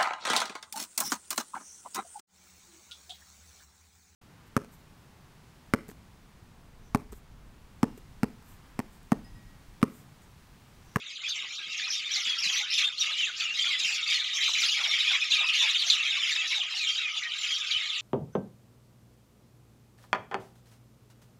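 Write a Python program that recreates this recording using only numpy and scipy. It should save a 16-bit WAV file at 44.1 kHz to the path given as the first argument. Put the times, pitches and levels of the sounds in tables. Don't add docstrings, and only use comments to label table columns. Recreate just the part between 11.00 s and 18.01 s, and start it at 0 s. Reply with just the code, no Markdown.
import sys
import numpy as np
from scipy import signal
from scipy.fft import rfft, irfft
from scipy.io import wavfile
from scipy.ndimage import uniform_filter1d

SR = 44100
rng = np.random.default_rng(int(sys.argv[2]) if len(sys.argv) > 2 else 0)


def gain_from_db(level_db):
    decades = np.asarray(level_db, float) / 20
    return 10 ** decades


def waveform_to_disk(signal):
    frames = np.transpose(np.atleast_2d(signal))
    scaled = np.clip(frames, -1, 1) * 32767
    samples = np.round(scaled).astype(np.int16)
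    wavfile.write(sys.argv[1], SR, samples)


N = 309141
TREES = 6


def evened(x):
    return x / np.sqrt(np.mean(x ** 2) + 1e-20)


def add(mix, start_s, sound):
    part = mix[int(start_s * SR):][:len(sound)]
    part += sound[:len(part)]


def coloured(x, points):
    freq_hz, level_db = np.transpose(points)
    bins_hz = np.fft.rfftfreq(len(x), 1 / SR)
    gain = gain_from_db(np.interp(np.log(bins_hz + 1), np.log(freq_hz), level_db))
    return irfft(rfft(x) * gain, len(x))


def wander(period_s):
    size = max(int(period_s * SR), 1)
    once = uniform_filter1d(rng.standard_normal(N), size)
    return evened(uniform_filter1d(once, size))


def loudness(table):
    time_s, level_db = np.transpose(table)
    return np.interp(np.arange(N) / SR, time_s, level_db)


def bouts(table, rise_db_per_s, fall_db_per_s, floor_db):
    t = np.arange(0, N, 64)[:, None] / SR
    start_s, length_s, level_db = np.transpose(table)
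    before_s = np.maximum(start_s - t, 0)
    after_s = np.maximum(t - start_s - length_s, 0)
    shape_db = level_db - rise_db_per_s * before_s - fall_db_per_s * after_s
    bout_power = (gain_from_db(shape_db) ** 2).sum(axis=1)
    power = np.interp(np.arange(N) / SR, t[:, 0], bout_power)
    return 10 * np.log10(power + gain_from_db(floor_db) ** 2)


def note(hz, flutter, rough, overtone_db, edge):
    phase = 2 * np.pi * np.cumsum(hz) / SR
    second = gain_from_db(overtone_db) * np.sin(2 * phase)
    third = gain_from_db(1.453 * overtone_db) * np.sin(3 * phase)
    fundamental = np.sin(phase) * (1 + rough * flutter)
    tone = fundamental + (second + third) * (.35 + .95 * flutter[::-1])
    return tone * signal.windows.tukey(len(hz), np.clip(edge, 0, 1))


def foliage(x, t60_s, wet_db):
    size = SR // 2
    at = np.arange(100, size - 20, 20)
    at = at + rng.integers(0, 20, (TREES, len(at)))
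    taps = np.zeros((TREES, size))
    np.put_along_axis(taps, at, rng.choice([-1., 1.], at.shape), axis=1)
    taps *= gain_from_db(-60 * np.arange(size) / SR / t60_s)
    taps /= np.linalg.norm(taps[0])
    scatter = signal.oaconvolve(x, taps, axes=1)[:, :x.shape[1]]
    return (x + gain_from_db(wet_db) * scatter).sum(axis=0)


# start_s, length_s, start_hz, end_hz, level_db
NEAR_NOTES = [(0.256, 0.054, 3225, 3700, -35.5), (0.286, 0.016, 6530, 6300, -38),
              (0.302, 0.0092, 6050, 4260, -43), (0.304, 0.028, 4090, 3360, -34),
              (0.392, 0.026, 3700, 2480, -48), (0.419, 0.034, 1810, 793, -59.5),
              (1.051, 0.035, 3720, 3590, -39.5), (0.536, 0.065, 4210, 3840, -43),
              (0.691, 0.11, 2666, 2850, -43.5), (0.774, 0.036, 6800, 3970, -40.5),
              (0.852, 0.042, 2820, 2435, -38), (0.878, 0.022, 4930, 6340, -41),
              (0.9, 0.017, 4520, 6220, -31.5), (0.915, 0.019, 5800, 3280, -38),
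              (0.918, 0.031, 5800, 5570, -35.5), (0.95, 0.034, 3650, 3670, -33.5),
              (0.971, 0.036, 5440, 4400, -42), (1.109, 0.017, 5000, 6200, -38),
              (1.136, 0.035, 6500, 3800, -32), (1.199, 0.023, 4040, 2084, -41),
              (1.266, 0.095, 3390, 3274, -31.5), (1.378, 0.027, 4140, 5880, -40),
              (1.383, 0.032, 5400, 5690, -36.5), (1.422, 0.024, 6030, 4250, -32),
              (1.438, 0.032, 4260, 3830, -30), (1.536, 0.05, 5850, 6000, -36.5),
              (1.569, 0.031, 6350, 6500, -39.5), (1.575, 0.022, 3195, 2090, -37),
              (1.601, 0.026, 870, 807, -52.5), (1.699, 0.036, 3770, 5750, -37),
              (1.701, 0.056, 5460, 5140, -35.5), (1.783, 0.046, 3590, 3404, -33),
              (1.821, 0.037, 3310, 3280, -27), (1.843, 0.05, 3630, 3605, -29),
              (1.945, 0.018, 4600, 4600, -59), (1.993, 0.029, 5950, 5550, -33.5),
              (1.98, 0.014, 4000, 4570, -33.5), (2.008, 0.023, 3800, 3580, -29.5),
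              (2.062, 0.02, 3700, 2400, -33.5), (2.081, 0.023, 3400, 2210, -42),
              (2.119, 0.012, 4050, 3840, -33), (2.133, 0.05, 2900, 2870, -35),
              (2.175, 0.012, 5460, 3220, -37), (2.184, 0.035, 3100, 2955, -29),
              (2.222, 0.037, 3020, 2444, -31), (2.267, 0.038, 2100, 1390, -43),
              (2.364, 0.019, 3800, 6500, -42), (2.398, 0.037, 2790, 2360, -37.5),
              (2.399, 0.018, 5620, 2860, -32), (2.451, 0.019, 2820, 2850, -29.5),
              (2.468, 0.077, 2580, 2890, -36), (2.586, 0.042, 3205, 3137, -29),
              (2.616, 0.092, 3550, 3196, -30), (2.696, 0.023, 4020, 3900, -42),
              (2.703, 0.056, 2252, 1945, -36), (2.722, 0.074, 3300, 3540, -36.5),
              (2.796, 0.028, 4060, 3650, -31.5), (2.87, 0.063, 2690, 2540, -36),
              (2.92, 0.054, 4420, 4460, -39.5), (2.944, 0.085, 2510, 2170, -42),
              (3.075, 0.011, 5000, 4500, -31.5), (3.101, 0.0098, 4930, 4620, -33.5),
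              (3.086, 0.055, 3610, 3770, -32.5), (3.142, 0.034, 4390, 4120, -32),
              (3.175, 0.029, 1776, 770, -62), (3.347, 0.035, 5500, 5540, -39),
              (3.371, 0.1, 3180, 3120, -33.5), (3.477, 0.021, 1726, 945, -44.5),
              (3.531, 0.084, 2920, 3010, -34.5), (3.617, 0.0094, 5770, 4100, -31),
              (3.63, 0.018, 1470, 1260, -40.5), (3.625, 0.032, 4110, 3200, -28.5),
              (3.687, 0.013, 6100, 3570, -30), (3.872, 0.072, 5600, 5500, -37.5),
              (3.891, 0.048, 3700, 3540, -32), (4.077, 0.06, 3400, 3610, -29),
              (4.132, 0.039, 3260, 3270, -35), (4.216, 0.027, 2476, 2560, -27.5),
              (4.295, 0.031, 2150, 1930, -62), (4.204, 0.063, 5150, 5450, -42),
              (4.301, 0.028, 5570, 6970, -40), (4.304, 0.031, 4190, 3820, -30.5),
              (4.317, 0.032, 3470, 3840, -25), (4.351, 0.025, 2520, 2400, -31),
              (4.354, 0.032, 3580, 3720, -38), (4.455, 0.059, 2550, 2450, -33.5),
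              (4.534, 0.11, 2777, 2870, -35), (4.602, 0.042, 3430, 3620, -27),
              (4.781, 0.024, 4500, 4410, -32), (4.864, 0.015, 4180, 6400, -33.5),
              (4.877, 0.036, 6500, 5740, -37), (4.897, 0.013, 5620, 3370, -24),
              (4.898, 0.038, 4170, 3455, -29.5), (5.045, 0.054, 3330, 3160, -32),
              (5.161, 0.025, 1757, 1036, -46.5), (5.249, 0.016, 2480, 2770, -33),
              (4.654, 0.036, 2400, 2160, -37), (5.369, 0.054, 2605, 2635, -33),
              (5.396, 0.075, 2037, 1820, -43), (5.482, 0.067, 2550, 2840, -38.5),
              (5.552, 0.034, 3880, 3656, -29), (5.596, 0.028, 3760, 2820, -32),
              (5.769, 0.02, 3900, 4500, -37.5), (5.784, 0.016, 4500, 3730, -33),
              (5.794, 0.06, 2650, 2316, -36.5), (5.858, 0.084, 3116, 3260, -34),
              (6.017, 0.086, 2586, 2376, -34), (6.168, 0.018, 3695, 3365, -29.5),
              (6.218, 0.06, 2050, 1840, -39), (6.38, 0.085, 7250, 7070, -46), (6.483, 0.1, 3170, 3255, -35),
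              (6.707, 0.010, 5700, 3460, -30), (6.717, 0.013, 3600, 3130, -29),
              (6.727, .008, 5070, 3600, -33), (6.735, 0.049, 2900, 3150, -31.5),
              (6.784, 0.044, 2500, 1950, -40.5), (6.876, 0.01, 4400, 3630, -35.5)]


def near_birds():
    waver_db = 3.2
    out = np.zeros((TREES, N))
    flutter, quaver = wander(0.00067), wander(0.0051)
    throb = wander(0.0043)
    for k, (start_s, length_s, start_hz, end_hz, level_db) in enumerate(NEAR_NOTES):
        u = np.linspace(0, 1, int(length_s * SR))
        first = int(start_s * SR)
        span = slice(first, first + len(u))
        ratio = end_hz / start_hz
        steep = min(abs(np.log(ratio)) / .4, 1)
        shake = .009 * quaver[span] + .015 * steep * flutter[span][::-1]
        hz = start_hz * ratio ** (u ** (1 - .4 * steep)) * (1 + shake)
        sound = note(hz, flutter[span], rough=0.21 + 0.05 * steep,
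                     overtone_db=-24 - 12 * steep, edge=0.16)
        wavering_db = level_db + waver_db * np.clip(throb[span], -3, 1)
        add(out[k % TREES], start_s, np.sqrt(2) * gain_from_db(wavering_db) * sound)
    return foliage(out, t60_s=0.15, wet_db=-6)


# freq_hz, level_db
CROWD_COLOUR = [(300, -70), (550, -13.5), (900, -22), (1500, -7.5), (2500, -3), (3700, 1), (4600, 1.5),
                (6000, 0), (7400, -3.5), (8100, -15), (10500, -6.5), (12500, -16.5), (13800, -21),
                (15000, -13.5)]


def crowd(count, low_hz, high_hz, length_s, fall, arch, rough, overtone_db, spread_db):
    hoarse = .009
    lead = SR // 4
    out = np.zeros((TREES, N + SR))
    flutter = np.tile(wander(.0013), 2)
    for when, pitch, long, drop, bow, far, own in rng.random((count, 7)):
        u = np.linspace(0, 1, int(length_s * (.4 + 1.6 * long ** 2) * SR))
        arching = arch * bow * (np.sin(np.pi * u) - .5)
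        falling = fall * (1.6 * drop ** 2 - .2) * (u - .5)
        shaking = flutter[int(own * N):][:len(u)]
        centre_hz = low_hz * (high_hz / low_hz) ** pitch
        hz = centre_hz * np.exp(arching - falling + hoarse * shaking[::-1])
        call = gain_from_db(-spread_db * far) * note(hz, shaking, rough, overtone_db, edge=.5)
        add(out[int(own * N) % TREES], when * (N + lead) / SR, call)
    return coloured(foliage(out, t60_s=.15, wet_db=-2)[lead:lead + N], CROWD_COLOUR)


def following(x, level_db):
    power = uniform_filter1d(uniform_filter1d(x ** 2, 3000), 3000)
    return x / np.sqrt(power + 1e-12) * gain_from_db(level_db)


# time_s, level_db
MURMUR_LEVEL = [(0, -43), (.7, -39), (1.3, -34.5), (1.65, -40.5), (2.3, -45), (2.6, -34.5), (3.2, -32),
                (4.2, -34.5), (5.2, -30), (5.7, -34.5), (6.2, -35), (7.01, -32)]


def part_level(table, rise_db_per_s, fall_db_per_s, share_db):
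    return bouts(table, rise_db_per_s, fall_db_per_s, loudness(MURMUR_LEVEL) + share_db)


# freq_hz, level_db
CHATTER_COLOUR = [(3700, 0), (4300, -7), (4900, -24), (6100, -24), (6600, 0)]
# start_s, length_s, level_db
CHATTER = [(.24, 0.012, -36.5), (.38, 0.016, -34.5), (.8, 0.027, -33.5), (1.13, 0.13, -35),
           (1.46, 0.15, -30), (1.74, 0.079, -26.5), (2.02, 0.097, -32), (2.18, 0.091, -32.5),
           (2.37, 0.093, -37.5), (2.57, 0.16, -34), (2.85, 0.019, -29.5), (3.1, 0.089, -30),
           (3.42, 0.067, -27.5), (3.55, 0.32, -30), (3.94, 0.23, -27), (4.32, 0.49, -27.5),
           (4.92, 0.027, -27), (5.0, 0.37, -33), (5.52, 0.025, -31), (5.85, 0.18, -33.5),
           (6.4, 0.13, -35.5), (6.72, 0.042, -42)]


def chatter():
    calls = crowd(count=1600, low_hz=2000, high_hz=4000, length_s=.027, fall=.65, arch=.18,
                  rough=.55, overtone_db=-17, spread_db=13)
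    level_db = part_level(CHATTER, rise_db_per_s=250, fall_db_per_s=200, share_db=-0.11)
    return following(coloured(calls, CHATTER_COLOUR), level_db)


# start_s, length_s, level_db
CHEEPS = [(.11, 0.027, -49), (.3, 0.039, -38.5), (.51, 0.046, -44), (.73, 0.093, -42.5),
          (.93, 0.029, -37.5), (1.14, 0.069, -37), (1.24, 0.092, -39.5), (1.44, 0.15, -35.5),
          (1.74, 0.073, -34.5), (2.02, 0.031, -36.5), (2.18, 0.073, -40.5), (2.41, 0.014, -36),
          (2.57, 0.13, -37.5), (2.79, 0.17, -36), (3.1, 0.048, -35), (3.36, 0.31, -36.5),
          (3.62, 0.095, -33.5), (3.75, 0.11, -37.5), (3.94, 0.21, -38), (4.19, 0.032, -46),
          (4.33, 0.026, -34.5), (4.49, 0.22, -35.5), (4.83, 0.061, -39.5), (4.91, 0.0081, -32),
          (5.1, 0.19, -45), (5.28, 0.075, -37), (5.48, 0.067, -38.5), (5.75, 0.21, -39),
          (6.15, 0.045, -42.5), (6.44, 0.15, -38.5), (6.72, 0.0057, -36.5), (6.9, 0.17, -50)]


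def cheeps():
    calls = crowd(count=1700, low_hz=4100, high_hz=7200, length_s=.024, fall=.6, arch=.22,
                  rough=.55, overtone_db=-10, spread_db=13)
    level_db = part_level(CHEEPS, rise_db_per_s=230, fall_db_per_s=203, share_db=-14)
    calls = following(calls, level_db)
    overtones = coloured(calls, [(7600, -80), (8400, 0)])
    return calls + overtones * (gain_from_db(0.79 * (level_db + 34.5)) - 1)


# start_s, length_s, level_db
RASPS = [(.24, 0.079, -54.5), (.45, 0.0045, -47), (.62, 0.035, -50.5), (.86, 0.024, -45), (1.14, 0.27, -50),
         (1.4, 0.005, -48), (1.49, 0.071, -47), (1.66, 0.018, -44), (1.81, 0.084, -47), (2.11, 0.02, -48.5),
         (2.42, 0.064, -44), (2.67, 0.023, -43.5), (2.85, 0.1, -51), (3.17, 0.07, -48), (3.43, 0.23, -57),
         (3.82, 0.048, -40), (4.11, 0.067, -39), (4.4, 0.053, -39), (4.6, 0.086, -40), (4.85, 0.24, -49),
         (5.15, .28, -57), (5.52, 0.097, -48), (5.74, 0.0075, -46), (5.98, 0.016, -47), (6.59, 0.12, -52.5),
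         (6.99, .02, -52)]


def rasps():
    calls = crowd(count=650, low_hz=750, high_hz=1950, length_s=.036, fall=.8, arch=.13,
                  rough=.3, overtone_db=-14, spread_db=13)
    level_db = part_level(RASPS, rise_db_per_s=250, fall_db_per_s=370, share_db=-19)
    return following(calls, level_db)


# time_s, level_db
DRONE_USUAL = [(0.0, -73), (0.54, -60.5), (1.7, -61.5), (3.8, -55), (5.1, -60), (7.01, -53)]
# start_s, length_s, level_db
DRONE_BOUTS = [(1.82, 0.017, -46), (2.035, 0.075, -47), (4.38, 0.14, -47.5), (4.94, 0.081, -44.5),
               (6.06, 0.1, -52.5)]


def drone():
    pitch_hz, width_hz = 1255, 90
    r = np.exp(-np.pi * width_hz / SR)
    fuzz = rng.standard_normal((2, N))
    for _ in range(2):
        fuzz = signal.lfilter([1 - r], [1, -r], fuzz)
    phase = 2 * np.pi * pitch_hz * np.arange(N) / SR
    tone = evened(fuzz[0] * np.cos(phase) + fuzz[1] * np.sin(phase))
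    level_db = bouts(DRONE_BOUTS, rise_db_per_s=2200, fall_db_per_s=400,
                     floor_db=loudness(DRONE_USUAL))
    return gain_from_db(level_db) * tone


# freq_hz, level_db
AIR_COLOUR = [(24, -42), (40, -26), (54, -11), (118, 0), (195, -8.5), (291, -8), (371, -10.5), (650, -6.5),
              (840, -46), (1430, -120)]


def air():
    level_db = -73
    return gain_from_db(level_db) * evened(coloured(rng.standard_normal(N), AIR_COLOUR))


# freq_hz, level_db
RUSTLE_COLOUR = [(60, -12), (150, -10), (230, -3), (330, -7), (550, -8.5), (900, -31)]
# time_s, level_db
RUSTLE_LEVEL = [(0, -78.5), (.8, -73), (1.8, -76.5), (2.5, -71), (3.1, -75), (3.5, -101), (7.01, -102)]


def rustle():
    noise = evened(coloured(rng.standard_normal(N), RUSTLE_COLOUR))
    return gain_from_db(loudness(RUSTLE_LEVEL) + 4.2 * wander(0.024)) * noise


# start_s, level_db, ring_hz
HAND_BUMPS = [(1.461, -49.5, 183), (2.851, -56, 204), (3.175, -61, 86.1), (6.76, -53, 100)]


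def bumps():
    out, t = np.zeros(N), np.arange(SR // 10) / SR
    envelope = 3.4 * (t / 0.0059) * np.exp(-t / 0.0053)
    for start_s, level_db, ring_hz in HAND_BUMPS:
        add(out, start_s, gain_from_db(level_db) * envelope * np.sin(2 * np.pi * ring_hz * t))
    return out


def scene():
    flock = chatter() + cheeps() + rasps()
    return (near_birds() + flock + drone() + air() + rustle() + bumps())[None]


def band_limit(x):
    return signal.sosfilt(signal.butter(12, 15525, fs=SR, output="sos"), x)


def record(dry):
    return band_limit(dry)


dry = scene()
out = record(dry)
waveform_to_disk(out)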